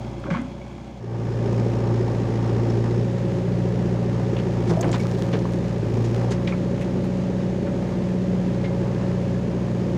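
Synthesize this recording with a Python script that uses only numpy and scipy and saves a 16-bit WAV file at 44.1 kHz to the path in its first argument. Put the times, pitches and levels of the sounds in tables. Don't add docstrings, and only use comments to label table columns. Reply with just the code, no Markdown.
import sys
import numpy as np
from scipy import signal
from scipy.fft import rfft, irfft
from scipy.io import wavfile

SR = 44100
rng = np.random.default_rng(int(sys.argv[2]) if len(sys.argv) > 2 else 0)


def invert_db(level):
    return 10 ** (np.asarray(level, dtype=float) / 20)


def wrap_up_sound(samples):
    columns = np.atleast_2d(samples).T
    tamed = np.clip(columns, -1, 1)
    steps = np.round(tamed * 32767).astype(np.int16)
    wavfile.write(sys.argv[1], SR, steps)


N = 439677

CUT_S = 1.0
# (time [s], speed [cycles per s])
ENGINE_SPEED = [(0, 14.62), (.5, 15.13), (.999, 15.35), (1.0, 14.4), (1.6, 14.5), (2.8, 14.43),
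                (3.05, 14.79), (4.45, 14.74), (4.7, 14.55), (4.95, 14.74), (5.66, 14.73), (5.87, 14.16),
                (6.2, 14.75), (6.85, 15.32), (8.35, 15.25), (8.68, 14.94), (9.1, 15.02), (9.97, 14.94)]
# (time [s], effort [0 idle - 1 full])
EFFORT = [(0, 0.85), (.45, 0.23), (.99, 0.039), (1.01, 1.16), (2.6, 1.15), (3.0, 1.22), (3.17, 0.43),
          (3.72, 0.85), (4.65, 1.03), (5.05, 0.92), (5.7, .55), (6.0, 1.22), (6.27, 1.18), (6.5, 0.21),
          (8.55, .05), (8.78, 0.69), (9.1, 0.36), (9.97, 0.56)]
# (level from above at no effort [dB], gain at full effort [dB],
# change on the ground [dB], share of the fades followed [0-1])
ENGINE_LAYERS = [
    (-40.5, 1.8, 0.5, 1),
    (-33, 8, -7.5, 1),
    (-26, -3.5, -23, 0.5),
    (-29.5, 0, -8.5, 1),
    (-41.5, -0.4, -2, 0.79),
]
GROUND_FADE_DB_PER_S = -4.5
FADE_IN_FROM, FADE_IN_S = 0.2, 0.49
THIRD_TUNED_ABOVE, THIRD_LOSS_DB = 14.74, 17
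BARK, ECHO, KNOCK = 0.7, 1.12, 0.14
# (centre [Hz], width [Hz], level over the rumble [dB])
PIPE_RESONANCES = [(94.9, 28, -11), (152, 60, -8), (198, 44, -8.5), (229, 26, -5.5), (260, 18.7, -10.5),
                   (282, 23.5, -15.5), (351.2, 38, -10), (399, 51, -14), (436, 23, -20), (552.1, 69.7, -10),
                   (599, 23, -17.5)]
PIPE_FLOOR_DB = -30.5
FIRING_IDLE_DB, FIRING_PULL_DB = -11, 14.5
# (multiple [of cycle rate], level [dB])
FAVOURED = [(16, -5.5), (21, -3), (25, -4.5), (27, -6), (32, 12.5), (36, 0), (37, 3), (38, -12)]
# (frequency [Hz], level [dB per Hz])
EXHAUST_RUMBLE = [(18, -44), (30, -10.5), (76, -16.5), (114, -5.5), (188, -5), (296, -6.5), (348, -2),
                  (473, -8), (556, -14), (644, -21.5), (1000, -28), (1300, -60), (2200, -120)]
# (frequency [Hz], level [dB per Hz])
BLOCK_CLATTER = [(410, -34), (700, -1), (800, -1.5), (950, -5), (1440, -11.5), (1730, -8.5), (1920, -10.5),
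                 (2400, -13.5), (2790, -15), (3760, -18.5), (5200, -20.5), (5700, -22), (6600, -21.5),
                 (16000, -36)]
# (time [s], peak level [dB], pitch [Hz], time to fall 60 dB [s], spread [octaves])
STEEL_RINGS = [(0.31, -17.5, 176.6, 0.22, 0.13), (.347, -22.5, 1100, 0.059, 0.041),
               (.355, -22, 245, 0.34, 0.094), (.412, -25.5, 256, 0.23, 0.068),
               (4.686, -14, 168, 0.45, 0.02), (4.772, -16.5, 670, 0.12, .03),
               (4.942, -19.5, 910, 0.015, 0.14), (5.343, -17, 406, 0.07, 0.26),
               (5.453, -22, 890, 0.02, 0.42), (6.523, -25, 2260, 0.079, 0.068),
               (8.643, -34, 2190, 0.22, 0.082), (.615, -42, 2240, 0.35, 0.029),
               (.305, -40, 2040, .2, 0.089), (0.303, -27, 1450, .18, 0.23),
               (4.85, -16.5, 163.6, .25, 0.104), (5.335, -24, 146, .2, .1), (4.843, -40, 8800, 0.13, .07),
               (4.916, -33, 7440, 0.17, 0.18), (4.996, -36, 2250, 0.23, 0.036),
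               (4.997, -42, 5330, .12, .08), (4.997, -48, 10000, .1, .02)]
# (time [s], level [dB], centre [Hz], width [octaves])
BANGS = [(.25, -29.5, 230, 1.5), (.28, -31.5, 530, 0.36), (.302, -30, 1360, 1.05), (.325, -51.5, 3970, 2.3),
         (.337, -30, 1320, 1.07), (4.695, -24, 334, 0.76), (4.84, -23, 310, 0.33), (5.33, -27, 283, 0.82),
         (4.70, -30, 690, 1.04), (4.828, -25, 490, 1.3)]
BANG_HOLD_S, BANG_T60_S = 0.011, 0.32
# (time [s], level [dB], centre [Hz], width [octaves])
CLODS = [(.255, -35.5, 1190, 0.91), (.3, -46.5, 4000, 1.6), (4.38, -40.5, 2000, 1.4),
         (4.855, -47, 1710, 1.6), (5.05, -40, 980, 0.94), (4.675, -45, 2000, 3.6), (4.694, -39, 2480, 3.0),
         (4.928, -33.5, 2530, 1.6), (4.938, -31, 895, 2), (4.995, -46, 5460, 2.4), (5.02, -48, 4800, 0.55),
         (5.11, -55.5, 8000, 1.2), (5.179, -49, 3000, 3.1), (5.327, -36.5, 2630, 1.27),
         (5.333, -32, 895, 2), (5.517, -51, 6940, 1.6), (6.042, -43.5, 4000, 1.7), (6.306, -37, 4940, 1.6),
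         (6.313, -36.5, 1300, 1.8), (6.474, -51.5, 6160, .9), (6.479, -38, 1190, 2.2),
         (6.484, -44, 2700, 0.97), (6.523, -37.5, 1100, 0.86), (6.81, -40, 2150, 0.77),
         (6.809, -48, 7800, 1.3), (7.038, -51, 5900, 2.9), (7.665, -39.5, 1000, 1.3),
         (8.64, -40.5, 1800, 1.6)]
CLOD_HOLD_S, CLOD_T60_S = 0.014, 0.11
# (time [s], level [dB], centre [Hz], width [octaves])
TICKS = [(.097, -55, 9000, .8), (.197, -52, 8500, 0.7), (.237, -32, 1480, 0.76), (.413, -48, 8000, 0.96),
         (.781, -42, 1100, 1.3), (2.698, -42, 5430, 0.17), (4.365, -35, 2980, 0.53),
         (4.809, -28.5, 6660, 0.58), (4.81, -35.5, 11600, .7), (4.827, -32, 2150, 1.4),
         (4.841, -31, 1700, 0.84), (4.914, -36, 5930, 1.1), (5.07, -61, 1300, 0.75),
         (5.389, -43.5, 4700, 1), (6.473, -30, 2850, 0.93), (6.473, -29.5, 2100, .37)]
TICK_HOLD_S, TICK_T60_S = 0.0037, 0.028
# (time [s], hiss level [dB])
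SOIL_FLOW = [
    (4.3, -70),
    (4.65, -68),
    (4.8, -60),
    (5.15, -56),
    (5.5, -63.5),
    (5.8, -67.5),
    (6.05, -58),
    (6.4, -69.5),
    (6.6, -78),
]
GRAVEL_PER_S, GRAVEL_DB = 400, 9.5
# (frequency [Hz], level [dB])
GROUND_COLOUR = [(60, -3), (200, 3), (340, 0), (450, -6.5), (580, 1.5), (1070, -1), (1250, -3.5),
                 (1610, -2.5), (1870, -10.5), (2100, 0.5), (2950, -3), (3300, 0.5), (3650, -2), (4100, -2)]
# (frequency [Hz], level [dB])
MICROPHONE = [(25, -9), (45, -3.5), (60, 1), (6700, -1.5), (8000, -7), (10000, -9), (12000, -17),
              (13900, -15), (14700, -6), (15400, -7)]
CUTOFF_HZ = 15500


def rms_one(x):
    return x / np.sqrt(np.mean(x ** 2) + 1e-20)


def in_time(rows):
    s, *columns = np.transpose(rows)
    return [np.interp(np.arange(N) / SR, s, column) for column in columns]


def at_hz(points, hz):
    point_hz, point_db = np.transpose(points)
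    return invert_db(np.interp(np.log(hz + 1), np.log(point_hz), point_db))


def drift(rate, size=1):
    r = np.exp(-80 * np.pi * rate / SR)
    noise = rng.standard_normal(N // 40 + 2002)
    slow = signal.lfilter([1], [1, -2 * r, r * r], noise)[2000:]
    return np.interp(np.arange(0, N, size) / 40, np.arange(len(slow)), rms_one(slow))


def band(x, low_hz, high_hz, order=2):
    edges = np.clip([low_hz, high_hz], 10, SR / 2.1)
    return signal.sosfilt(signal.butter(order, edges, "band", fs=SR, output="sos"), x)


def filtered(x, gain):
    return irfft(rfft(x) * gain, N)


def noise_band(low_hz, high_hz):
    return rms_one(band(rng.standard_normal(N), low_hz, high_hz))


def coloured(spectrum, low_hz, high_hz):
    noise = filtered(rng.standard_normal(N), at_hz(spectrum, np.fft.rfftfreq(N, 1 / SR)))
    return noise / np.std(band(noise, low_hz, high_hz, order=4))


def levels(cycles, effort):
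    t = np.arange(N) / SR
    on_ground = t < CUT_S
    swell = np.clip(FADE_IN_FROM + (1 - FADE_IN_FROM) * (t - CUT_S) / FADE_IN_S, 0.01, 1)
    fade_db = np.where(on_ground, GROUND_FADE_DB_PER_S * t, 20 * np.log10(swell))
    first, second, third, rumble, block = [
        idle_db + pull_db * effort + ground_db * on_ground + share * fade_db
        for idle_db, pull_db, ground_db, share in ENGINE_LAYERS]
    third = third - THIRD_LOSS_DB * np.maximum(THIRD_TUNED_ABOVE - cycles, 0)
    return [first, second, third], rumble, block


def firing_orders(turn, orders_db):
    since = turn - 2 * np.pi * BARK
    tones = 0
    for k, db in enumerate(orders_db):
        level = invert_db(db + 0.96 * drift(2.25)) * np.sqrt(2)
        tones = tones + level * np.cos(4 * (k + 1) * since + 0.51 * k)
    return tones


def pipe_gain(hz):
    centre, width, db = np.transpose(PIPE_RESONANCES)
    peaks = invert_db(db) / (1 + (2 * (hz[:, None] - centre) / width) ** 2) ** 2
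    return invert_db(PIPE_FLOOR_DB) + peaks.sum(axis=1)


def uneven_cylinders(turn, cycles, load):
    turn, cycles, load = turn[::8], cycles[::8], load[::8]
    tremble = drift(8.3, size=8)
    speeds = np.linspace(14, 15.5, 60)
    tones = 0
    for k in range(3, 45):
        if k in (4, 8, 12):
            continue
        scatter = (0.9 if k > 19 else 3) * rng.standard_normal()
        waver_db = 2 * drift(4, size=8)
        slip = 0.4 * drift(4, size=8)
        bias_db = dict(FAVOURED).get(k, 0)
        if k % 4 == 0 and k <= 32:
            bias_db = bias_db + FIRING_IDLE_DB + FIRING_PULL_DB * load
        lag = 2 * np.pi * (BARK if k < 34 else ECHO)
        height = np.interp(cycles, speeds, pipe_gain(k * speeds)) * invert_db(waver_db + 0.12 + bias_db)
        tones = tones + height * np.cos(k * (turn - lag + 0.0045 * tremble) + scatter + slip)
    return signal.resample_poly(tones, 8, 1)[:N]


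def exhaust_turbulence(turn, load):
    since = turn - 2 * np.pi * BARK
    puffs = 1 + 0.05 * np.cos(4 * since) + 0.097 * np.cos(since)
    surges = invert_db(0.96 * drift(2.9) - 10) * (0.32 + load) * (1 + np.cos(since)) ** 2
    tailpipe = surges * noise_band(351, 410) / 1.84
    return tailpipe + invert_db(-2.5) * puffs * coloured(EXHAUST_RUMBLE, 180, 700)


def clatter(turn, load, clatter_db):
    firings = 4 * (turn / (2 * np.pi) + 1 - KNOCK)
    count = firings.astype(int)
    cylinder_db = np.array([1.6, 0.5, 6.0, 1.0])[count % 4]
    knock_db = cylinder_db + 1.3 * np.clip(rng.standard_normal(1000), -2, 2)[count]
    pulse = np.sin(np.pi * np.sqrt(firings - count)) ** 3
    gate = 1 + (0.17 + 0.19 * load ** 2) * invert_db(knock_db) * pulse
    hiss = coloured(BLOCK_CLATTER, 950, 11000)

    t = np.arange(SR // 10) / SR
    blocks = hiss[:4 * len(t)].reshape(4, -1) * invert_db(-60 * t / 0.13) * (1 - np.exp(-t / 0.0054))
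    fired = np.diff(count, prepend=count[0]) * invert_db(knock_db)
    knocks = 0
    for k, block in enumerate(blocks):
        knocks = knocks + signal.oaconvolve(fired * (count % 4 == k), block + 1.28 * blocks[0])[:N]
    wandering = np.arange(N) + 8.3 * drift(8.0)
    uneven = np.interp(wandering, np.arange(N), knocks) * invert_db(2.2 * drift(51.0))
    ringing = invert_db(-8 + 6.5 * load ** 2 + 1.7 * drift(4.6)) * rms_one(band(uneven, 716, 1460))

    pump = invert_db(-20) * noise_band(3285, 3375) * (np.arange(N) < CUT_S * SR)
    valves = invert_db(-22) * load ** 2 * gate * noise_band(5000, 5600)
    return invert_db(clatter_db + 0.4 * drift(6.9)) * (hiss * gate / 1.478 + ringing + pump + valves)


def steel_rings():
    out = np.zeros(N + SR)
    t = np.arange(SR // 2) / SR
    luck = rng.standard_normal((len(STEEL_RINGS), 3, 6))
    for (s, db, hz, t60, spread), (pitch, size, start) in zip(STEEL_RINGS, luck):
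        mode_hz = hz * 2 ** (spread * (pitch - pitch.mean()))
        modes = invert_db(2.9 * size) * np.sin(2 * np.pi * mode_hz * t[:, None] + start)
        shape = invert_db(-60 * t / t60) * (1 - np.exp(-t * hz / 1.7))
        blow = modes.sum(axis=1) * shape
        out[round(s * SR):][:len(t)] += invert_db(db) * blow / np.abs(blow).max()
    return out[:N]


def crunches():
    out = np.zeros(N + SR)
    t = np.arange(SR // 3) / SR
    kinds = [(BANGS, BANG_HOLD_S, BANG_T60_S), (CLODS, CLOD_HOLD_S, CLOD_T60_S),
             (TICKS, TICK_HOLD_S, TICK_T60_S)]
    for rows, hold, t60 in kinds:
        shape = invert_db(-60 * np.maximum(t - hold, 0) / t60) * (1 - np.exp(-t / 0.00061))
        for s, db, hz, width in rows:
            grit = rng.standard_normal(len(t)) * invert_db(3 * rng.exponential(1, len(t)))
            lumps = invert_db(np.repeat(rng.standard_normal(len(t) // 100), 100))
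            burst = band(grit * lumps * shape, hz * 2 ** (-width / 2), hz * 2 ** (width / 2))
            burst = burst * np.linalg.norm(shape) / np.linalg.norm(burst)
            out[round(s * SR):][:len(t)] += invert_db(db) * burst
    return out[:N]


def soil_flow_db():
    before, after = (SOIL_FLOW[0][0] - 0.1, -110), (SOIL_FLOW[-1][0] + 0.1, -110)
    return in_time([before, *SOIL_FLOW, after])[0]


def grains(per_s, clump_rate, spread_db, largest):
    born = rng.random(N) < per_s * invert_db(5 * drift(clump_rate)) / SR
    return born * rng.standard_normal(N) * invert_db(spread_db * np.minimum(rng.exponential(1, N), largest))


def gravel():
    pieces = grains(GRAVEL_PER_S, 12.0, 5.0, 4)
    return invert_db(soil_flow_db() + GRAVEL_DB) * rms_one(band(pieces, 800, 4500, order=1))


def pouring_soil():
    crumbs = grains(5000, 20.5, 4.2, 2.8)
    return invert_db(soil_flow_db() + 2.5) * rms_one(band(crumbs, 2500, 18000, order=1))


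def scene():
    (cycles,), (load,) = in_time(ENGINE_SPEED), in_time(EFFORT)
    orders_db, rumble_db, clatter_db = levels(cycles, load)
    turn = 2 * np.pi * np.cumsum(cycles) / SR
    firing = firing_orders(turn, orders_db)
    rumble = invert_db(rumble_db) * (uneven_cylinders(turn, cycles, load) + exhaust_turbulence(turn, load))
    blows = crunches()
    echo = invert_db(-17) * np.roll(band(blows, 200, 4500, order=1), round(0.018 * SR))
    above = rumble + clatter(turn, load, clatter_db) + blows + echo
    below = filtered(above, at_hz(GROUND_COLOUR, np.fft.rfftfreq(N, 1 / SR)))
    heard = np.where(np.arange(N) < CUT_S * SR, below, above)
    return (firing + steel_rings() + gravel() + pouring_soil() + heard)[None]


def band_limit(x):
    return signal.sosfilt(signal.butter(12, 16860, fs=SR, output="sos"), x)


def record(dry):
    hz = np.fft.rfftfreq(N, 1 / SR)
    top_edge = np.where(hz < CUTOFF_HZ, 1, invert_db(-41.5))
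    return band_limit(filtered(dry, at_hz(MICROPHONE, hz) * top_edge))


dry = scene()
out = record(dry)
wrap_up_sound(out)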